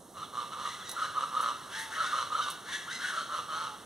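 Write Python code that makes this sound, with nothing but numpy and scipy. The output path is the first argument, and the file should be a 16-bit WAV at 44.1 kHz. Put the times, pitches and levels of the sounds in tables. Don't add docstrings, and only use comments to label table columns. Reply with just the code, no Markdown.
import sys
import numpy as np
from scipy import signal
from scipy.fft import rfft, irfft
from scipy.io import wavfile

SR = 44100
rng = np.random.default_rng(int(sys.argv[2]) if len(sys.argv) > 2 else 0)


def wrap_up_sound(samples):
    columns = np.atleast_2d(samples).T
    tamed = np.clip(columns, -1, 1)
    steps = np.round(tamed * 32767).astype(np.int16)
    wavfile.write(sys.argv[1], SR, steps)


N = 169785


def amp(db):
    return 10 ** (np.asarray(db) / 20)


def unit(x):
    return x / np.sqrt(np.mean(x ** 2) + 1e-20)


def read(points, hz):
    f, value = np.transpose(points)
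    return np.interp(np.log(hz + 1), np.log(f + 1), value)


def follow(points, t):
    return np.interp(t, *np.transpose(points))


def add(mix, start, sound):
    part = mix[max(round(start * SR), 0):][:len(sound)]
    part += sound[:len(part)]


def colour(x, points):
    gain = amp(read(points, np.fft.rfftfreq(len(x), 1 / SR)))
    return unit(irfft(rfft(x) * gain, len(x)))


def noise():
    return rng.standard_normal(SR // 3)


def drift(white, hz):
    smoothing = np.exp(-(np.fft.rfftfreq(len(white), 1 / SR) / hz) ** 2)
    return unit(irfft(rfft(white) * smoothing, len(white)))


def resonate(x, hz, width):
    turn = np.exp(2j * np.pi * np.cumsum(hz * np.ones(len(x))) / SR)
    r = np.exp(-np.pi * width / SR)
    smooth = signal.lfilter([1 - r], [1, -r], x / turn + 1e-18)
    return 2 * (turn * smooth).real


def rings(pulses, hz, table):
    total = 0
    for multiple, width, db in table:
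        ring = resonate(pulses, multiple * hz, width)
        total = total + amp(db) * unit(resonate(ring, multiple * hz, 3 * width))
    return total


def gate(t, rise, fall):
    attack = np.sin(np.pi / 2 * np.minimum(t / rise, 1))
    release = np.sin(np.pi / 2 * np.minimum((t[-1] - t) / fall, 1))
    return attack * release


# (freq_hz, relative_db)
HUSH_SPECTRUM = [(20, -38), (85, -1), (180, 2.5), (800, -3), (1200, -7), (2000, -20), (7000, -14),
                 (11000, -13.5), (13000, -24), (16000, -36)]
HUSH_DB, HUSH_PATCH_DB = -52, 0.5
# (freq_hz, relative_db)
CHORUS_SPECTRUM = [(700, -18), (1200, 0.5), (1900, -8.5), (3700, -10), (6000, -17), (10500, -18),
                   (14000, -38.5)]
# (time_s, level_db)
CHORUS_LEVEL = [(0, -71), (.3, -58.5), (.65, -47.5), (3.3, -49.5), (3.85, -51.5)]


def background():
    hush_db = HUSH_DB + HUSH_PATCH_DB * drift(rng.standard_normal(N), 10)
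    hush = amp(hush_db) * colour(rng.standard_normal(N), HUSH_SPECTRUM)
    chorus_db = follow(CHORUS_LEVEL, np.arange(N) / SR) + 0.36 * drift(rng.standard_normal(N), 6.2)
    return hush + amp(chorus_db) * colour(rng.standard_normal(N), CHORUS_SPECTRUM)


# (freq_hz, decay_s)
YARD_DECAY = [(200, 0.31), (1200, 0.45), (4000, 0.55), (12000, 0.47)]


def yard(x):
    taps = rng.standard_normal(SR) * (rng.random(SR) < 1500 / SR)
    taps = taps * (np.arange(SR) > .006 * SR)
    hz, t, z = signal.stft(taps, SR, nperseg=256)
    decay = amp(-60 * t / read(YARD_DECAY, hz)[:, None])
    tail = signal.istft(z * decay, SR, nperseg=256)[1]
    return signal.fftconvolve(x, tail / np.linalg.norm(tail))[:N]


# (start_s, length_s, opening_hz, closing_hz, level_db); arch and waver also move the pitch
HOOTS = [(1.749, 0.19, 889, 859, -49.5), (3.555, 0.11, 841, 887, -49.5), (3.672, 0.086, 877, 817, -48.5)]
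# (start_s, length_s, opening_hz, closing_hz, level_db)
CHIRPS = [(.228, 0.039, 3720, 3160, -52.5), (.803, 0.033, 3640, 3130, -50)]
WHISTLE_ARCH, WHISTLE_WAVER = 0.0193, 0.0071
WHISTLE_RISE, WHISTLE_FALL = 0.088, 0.28


def whistle(length, hz, end_hz, db):
    t = np.arange(0, length, 1 / SR)
    arch = np.sin(np.pi * t / length)
    bend = 1 + WHISTLE_ARCH * arch + WHISTLE_WAVER * drift(noise(), 60)[:len(t)]
    glide = (hz + (end_hz - hz) * t / length) * bend
    tone = unit(np.sin(2 * np.pi * np.cumsum(glide) / SR))
    return amp(db) * tone * gate(t, WHISTLE_RISE * length, WHISTLE_FALL * length)


# (start_s, decay_s, onset_level_db)
SCUFFS = [(.893, 0.0081, -34), (0.914, 0.0082, -35), (1.408, 0.028, -41), (1.789, 0.054, -43),
          (2.501, 0.013, -35)]
# (freq_hz, relative_db)
SCUFF_SPECTRUM = [(1500, -39), (3500, 4.5), (7000, -1), (11000, 6.5), (13500, -13), (16000, -17)]


def scuff(decay, db):
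    hiss = colour(noise(), SCUFF_SPECTRUM)
    return amp(db) * hiss * np.exp(-np.arange(len(hiss)) / SR / decay)


# (start_s, length_s, opening_hz, turning_hz, closing_hz, level_db, overtone_db, hoarseness_0_to_1)
SQUAWKS = [(.601, 0.18, 1393, 2003, 1967, -48.5, -47, 0.54),
           (0.783, 0.052, 1115, 1285, 1350, -48, -55, 0.53),
           (0.833, 0.095, 1800, 1955, 2000, -51, -44.5, 0.05),
           (.923, 0.15, 696, 1427, 1697, -41.5, -47.5, 0.42),
           (1.691, 0.16, 848.5, 1759, 2160, -41, -40.5, 0.59),
           (1.898, 0.088, 900, 1607, 1880, -39, -42.5, 0.7), (1.95, 0.22, 1580, 1476, 1337, -39, -43, .55),
           (2.031, 0.054, 1732, 1840, 1890, -42.5, -41, 0.1),
           (2.401, 0.063, 1340, 1531, 1380, -38.5, -37.5, 0.14),
           (2.638, .165, 1096, 1900, 2050, -43.5, -43, 0.52), (2.676, .045, 768, 1018, 1290, -48.5, -45, 0),
           (2.714, 0.051, 1390, 1686, 1810, -38, -36.5, 0.42),
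           (2.863, .065, 752, 1464, 1606, -40, -46.5, 0.4),
           (2.895, 0.081, 1698, 2020, 1996, -41, -38.5, 0.28),
           (2.981, 0.15, 1297, 1661, 1255, -36, -39.5, 0.65)]
TURN_AT, SQUAWK_RISE, SQUAWK_FALL = .52, 0.48, 0.26
WOBBLE, WOBBLE_HZ = .025, 195
FLUTTER_DB, FLUTTER_HZ = 3.5, 130
HOARSE_WIDTH_HZ, AIR = 670, 0.42
# (multiple_of_half_the_pitch, relative_db)
PARTIALS = [(3, -14), (4, 2.5), (5, -2.5), (6, -6.5), (7, -4.5), (8, -10)]
UNDERTONE_DB = -15
# (freq_hz, relative_db)
RASP_SPECTRUM = [(900, -51), (1700, -23), (2200, 4), (3000, 0), (4000, -3.5), (5800, -6.5), (8500, -10.5),
                 (11000, -11.5), (13000, -36), (16000, -51)]


def squawk(length, open_hz, turn_hz, close_hz, db, overtone_db, hoarse):
    t = np.arange(0, length, 1 / SR)
    u = t / length
    opening = (open_hz - turn_hz) * (1 - u / TURN_AT) ** 2
    closing = (close_hz - turn_hz) * ((u - TURN_AT) / (1 - TURN_AT)) ** 2
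    hz = turn_hz + np.where(u < TURN_AT, opening, closing)
    wobble = 1 + WOBBLE * drift(noise(), WOBBLE_HZ)[:len(t)]
    phase = np.pi * np.cumsum(hz * wobble) / SR
    voice = unit(np.sin(2 * phase) + amp(UNDERTONE_DB) * np.sin(1.5 * phase))
    blur = resonate(noise()[:len(t)], hz, HOARSE_WIDTH_HZ)
    blur = unit(resonate(blur, hz, HOARSE_WIDTH_HZ))
    core = unit((1 - hoarse) * voice + hoarse * blur)
    tones = np.zeros(len(t))
    for harmonic, relative_db in PARTIALS:
        flutter = FLUTTER_DB * drift(noise(), FLUTTER_HZ)[:len(t)]
        tones += amp(relative_db + flutter) * np.sin(harmonic * phase + rng.uniform(0, 2 * np.pi))
    breath = colour(noise()[:len(t)], RASP_SPECTRUM)
    overtones = unit((1 - hoarse) * unit(tones) + (hoarse + AIR) * breath)
    shape = gate(t, SQUAWK_RISE * length, SQUAWK_FALL * length)
    return amp(db) * core * shape ** .8 + amp(overtone_db) * overtones * shape ** 1.1


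# (middle_s, length_s, opening_hz, closing_hz, peak_level_db), pitches before the bend
NOTES = [(.228, .034, 1170, 1397, -37.5), (.386, .032, 1218, 1175, -33), (.656, .022, 1251, 1185, -32),
         (.973, .024, 1442, 1312, -33), (1.024, .022, 1325, 1270, -28), (1.181, .024, 1301, 1190, -27),
         (1.237, .018, 1226, 1342, -28), (1.375, .021, 1253, 1235, -23), (1.407, .018, 1330, 1213, -27),
         (2.01, .02, 1342, 1344, -25.5), (2.137, .022, 1264, 1150, -28.5), (2.326, .022, 1185, 1296, -27.5),
         (2.357, .026, 1271, 1390, -28), (2.4, .026, 1422, 1140, -30), (3.052, .04, 1467, 1507, -32.5),
         (3.178, .024, 1347, 1315, -33)]
NOTE_BEND, NOTE_THIRD_DB = 0.025, -23


def note(length, hz, end_hz, db):
    t = np.arange(0, length, 1 / SR)
    arch = np.sin(np.pi * t / length)
    glide = (hz + (end_hz - hz) * t / length) * (1 - NOTE_BEND * (1 - arch))
    phase = 2 * np.pi * np.cumsum(glide) / SR
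    tone = np.sin(phase) + amp(NOTE_THIRD_DB) * np.sin(3 * phase)
    return amp(db) * np.sqrt(2) * arch * tone


# (start_s, length_s, level_db, mid_call_windpipe_hz, rasp_db, mid_call_pulses_per_s)
RATTLES = [(.135, .13, -45, 1220, -50, 185), (.32, .13, -38.5, 1202, -45.5, 124),
           (0.504, 0.053, -37.5, 1238, -41.5, 139), (.549, .16, -39, 1200, -45.5, 152),
           (.965, .11, -35.5, 1279, -43, 186), (1.138, 0.12, -33.5, 1219, -43.5, 135),
           (1.304, 0.12, -35, 1205, -45.5, 138), (1.385, 0.14, -32, 1260, -42.5, 123),
           (1.948, .12, -34, 1324, -43.5, 166), (2.114, 0.13, -32.5, 1253, -40.5, 130),
           (2.294, 0.1292, -34.5, 1238, -42, 140), (2.446, 0.061, -36, 1162, -37.5, 133),
           (3.109, 0.13, -37, 1338, -42.5, 157), (3.285, 0.13, -35, 1276, -43.5, 166),
           (3.469, 0.22, -37, 1288, -44.5, 160)]
PULSE_SPREAD_DB, PULSE_JITTER = 2.5, .09
PULSE_SAG = .06
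SHUT = 0.92
WAVER, BILL_WAVER, WAVER_HZ = .015, .035, 45
RISE_S, RASP_RISE_S, FALL_S = 0.044, 0.074, .025
WINDPIPE_WIDTH_HZ = 620
RASP_PUFF_S, RASP_STEADY = 0.004, 0.65
# (multiple_of_windpipe_pitch, width_hz, relative_db)
WINDPIPE = [(0.872, 55.6, 1), (1.001, 92, 8), (1.06, 90, -44)]
# (multiple_of_windpipe_pitch, width_hz, relative_db)
SIDE_RINGS = [(0.451, 49.6, -18.5), (1.33, 171, -15)]
# (multiple_of_bill_pitch, width_hz, relative_db)
BILL = [(2.42, 52, -5), (2.95, 93, -9.5), (3.3, 114, -6), (4.75, 90, -14)]


def rattle(length, db, pipe_hz, rasp_db, pulse_hz):
    t = np.arange(0, length, 1 / SR)
    arch = np.sin(np.pi * t / length)
    gaps, sizes = rng.standard_normal(size=(2, 96))
    beats = np.cumsum(np.exp(PULSE_JITTER * gaps))
    beat_count = np.cumsum(pulse_hz * (1 - PULSE_SAG * (1 - arch))) / SR
    at = np.searchsorted(beat_count, beats - beats[0])
    inside = at < len(t)
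    pulses = np.zeros(len(t))
    pulses[at[inside]] = amp(PULSE_SPREAD_DB * np.clip(sizes, -1, 1))[inside]

    hz = pipe_hz * (SHUT + (1 - SHUT) * arch + WAVER * drift(noise(), WAVER_HZ)[:len(t)])
    body = sum(amp(d) * unit(resonate(pulses, k * hz, width)) for k, width, d in WINDPIPE)
    body = resonate(body, hz, WINDPIPE_WIDTH_HZ)
    body = unit(resonate(body, hz, WINDPIPE_WIDTH_HZ))
    body += rings(pulses, hz, SIDE_RINGS)

    puffs = RASP_STEADY + signal.lfilter([1], [1, -np.exp(-1 / (RASP_PUFF_S * SR))], pulses)
    breath = colour(puffs * noise()[:len(t)], RASP_SPECTRUM)
    bill_hz = hz * (1 + BILL_WAVER * drift(noise(), WAVER_HZ)[:len(t)])
    rasp = unit(breath + rings(pulses, bill_hz, BILL))
    return amp(db) * body * gate(t, RISE_S, FALL_S), amp(rasp_db) * rasp * gate(t, RASP_RISE_S, FALL_S)


# (freq_hz, difference_db)
PORT_BALANCE = [(100, -3.5), (700, -4), (1200, -2.6), (2000, 5), (3300, -3.5), (8000, -4), (14000, -2.5)]
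# (freq_hz, difference_rad)
PORT_PHASE = [(500, 0.23), (1200, -0.6), (4000, -0.32), (7400, -0.94), (11000, -1.6)]
# (freq_hz, relative_db)
PORT_SCATTER = [(600, -24), (1200, -19.5), (4000, -21), (8000, -17.5), (14000, 5.5)]
# (time_s, difference_db)
PORT_LEAN = [(0, 0.51), (2.2, 0.82), (3.1, 0.85), (3.85, 0.45)]


def ports(x):
    shift = amp(follow(PORT_LEAN, np.arange(N) / SR) / 2)
    hz = np.fft.rfftfreq(N, 1 / SR)
    lean = amp(read(PORT_BALANCE, hz) / 2) * np.exp(.5j * read(PORT_PHASE, hz))
    scatter = rng.standard_normal(size=900)
    apart = amp(read(PORT_SCATTER, hz)) * rfft(scatter / np.linalg.norm(scatter), N)
    pair = np.array([lean * (1 + apart), (1 - apart) / lean])
    return irfft(rfft(x) * pair, N) * np.array([shift, 1 / shift])


NEAR_WET_DB, RASP_WET_DB, FAR_WET_DB, NOTE_WET_DB = -5, -2, -3, -7.5


def scene():
    body, rasp, tones, far, close = np.zeros((5, N))
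    for start, *row in [*HOOTS, *CHIRPS]:
        add(tones, start, whistle(*row))
    for start, *row in SCUFFS:
        add(close, start, scuff(*row))
    for start, *row in SQUAWKS:
        add(far, start, squawk(*row))
    for middle, length, *row in NOTES:
        add(tones, middle - length / 2, note(length, *row))
    for start, *row in RATTLES:
        ring, puffs = rattle(*row)
        add(body, start, ring)
        add(rasp, start, puffs)
    sent = amp(NEAR_WET_DB) * body + amp(RASP_WET_DB) * rasp
    sent += amp(FAR_WET_DB) * far + amp(NOTE_WET_DB) * tones
    return ports(body + rasp + tones + far + close + yard(sent) + background())


# (time_s, spacing_hz)
NOTCH_SPACING = [(0, 2437), (1.55, 2413), (2.78, 2456), (2.98, 2423), (3.85, 2415)]
NOTCH_NARROW = 0.14
# (freq_hz, depth_0_to_1)
NOTCH_DEPTH = [(1000, 0.23), (2000, 0.89), (4900, 0.91), (9800, 0.44), (12250, 0.9), (15000, .84)]
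EDGE_HZ = 15800


def record(dry):
    hz, t, z = signal.stft(dry, SR, nperseg=1024, noverlap=768)
    depth = np.clip(read(NOTCH_DEPTH, hz), 0, .95)[:, None]
    delay = np.exp(-2j * np.pi * hz[:, None] / follow(NOTCH_SPACING, t))
    notches = (1 - depth * delay) / (1 + depth)
    narrowing = (1 + NOTCH_NARROW) / (1 - NOTCH_NARROW * delay)
    heard = signal.istft(z * notches * narrowing, SR, nperseg=1024, noverlap=768)[1][:, :N]
    band_limit = 1 + (np.fft.rfftfreq(N, 1 / SR) / EDGE_HZ) ** 400
    return irfft(rfft(heard) / band_limit, N)


dry = scene()
out = record(dry)
wrap_up_sound(out)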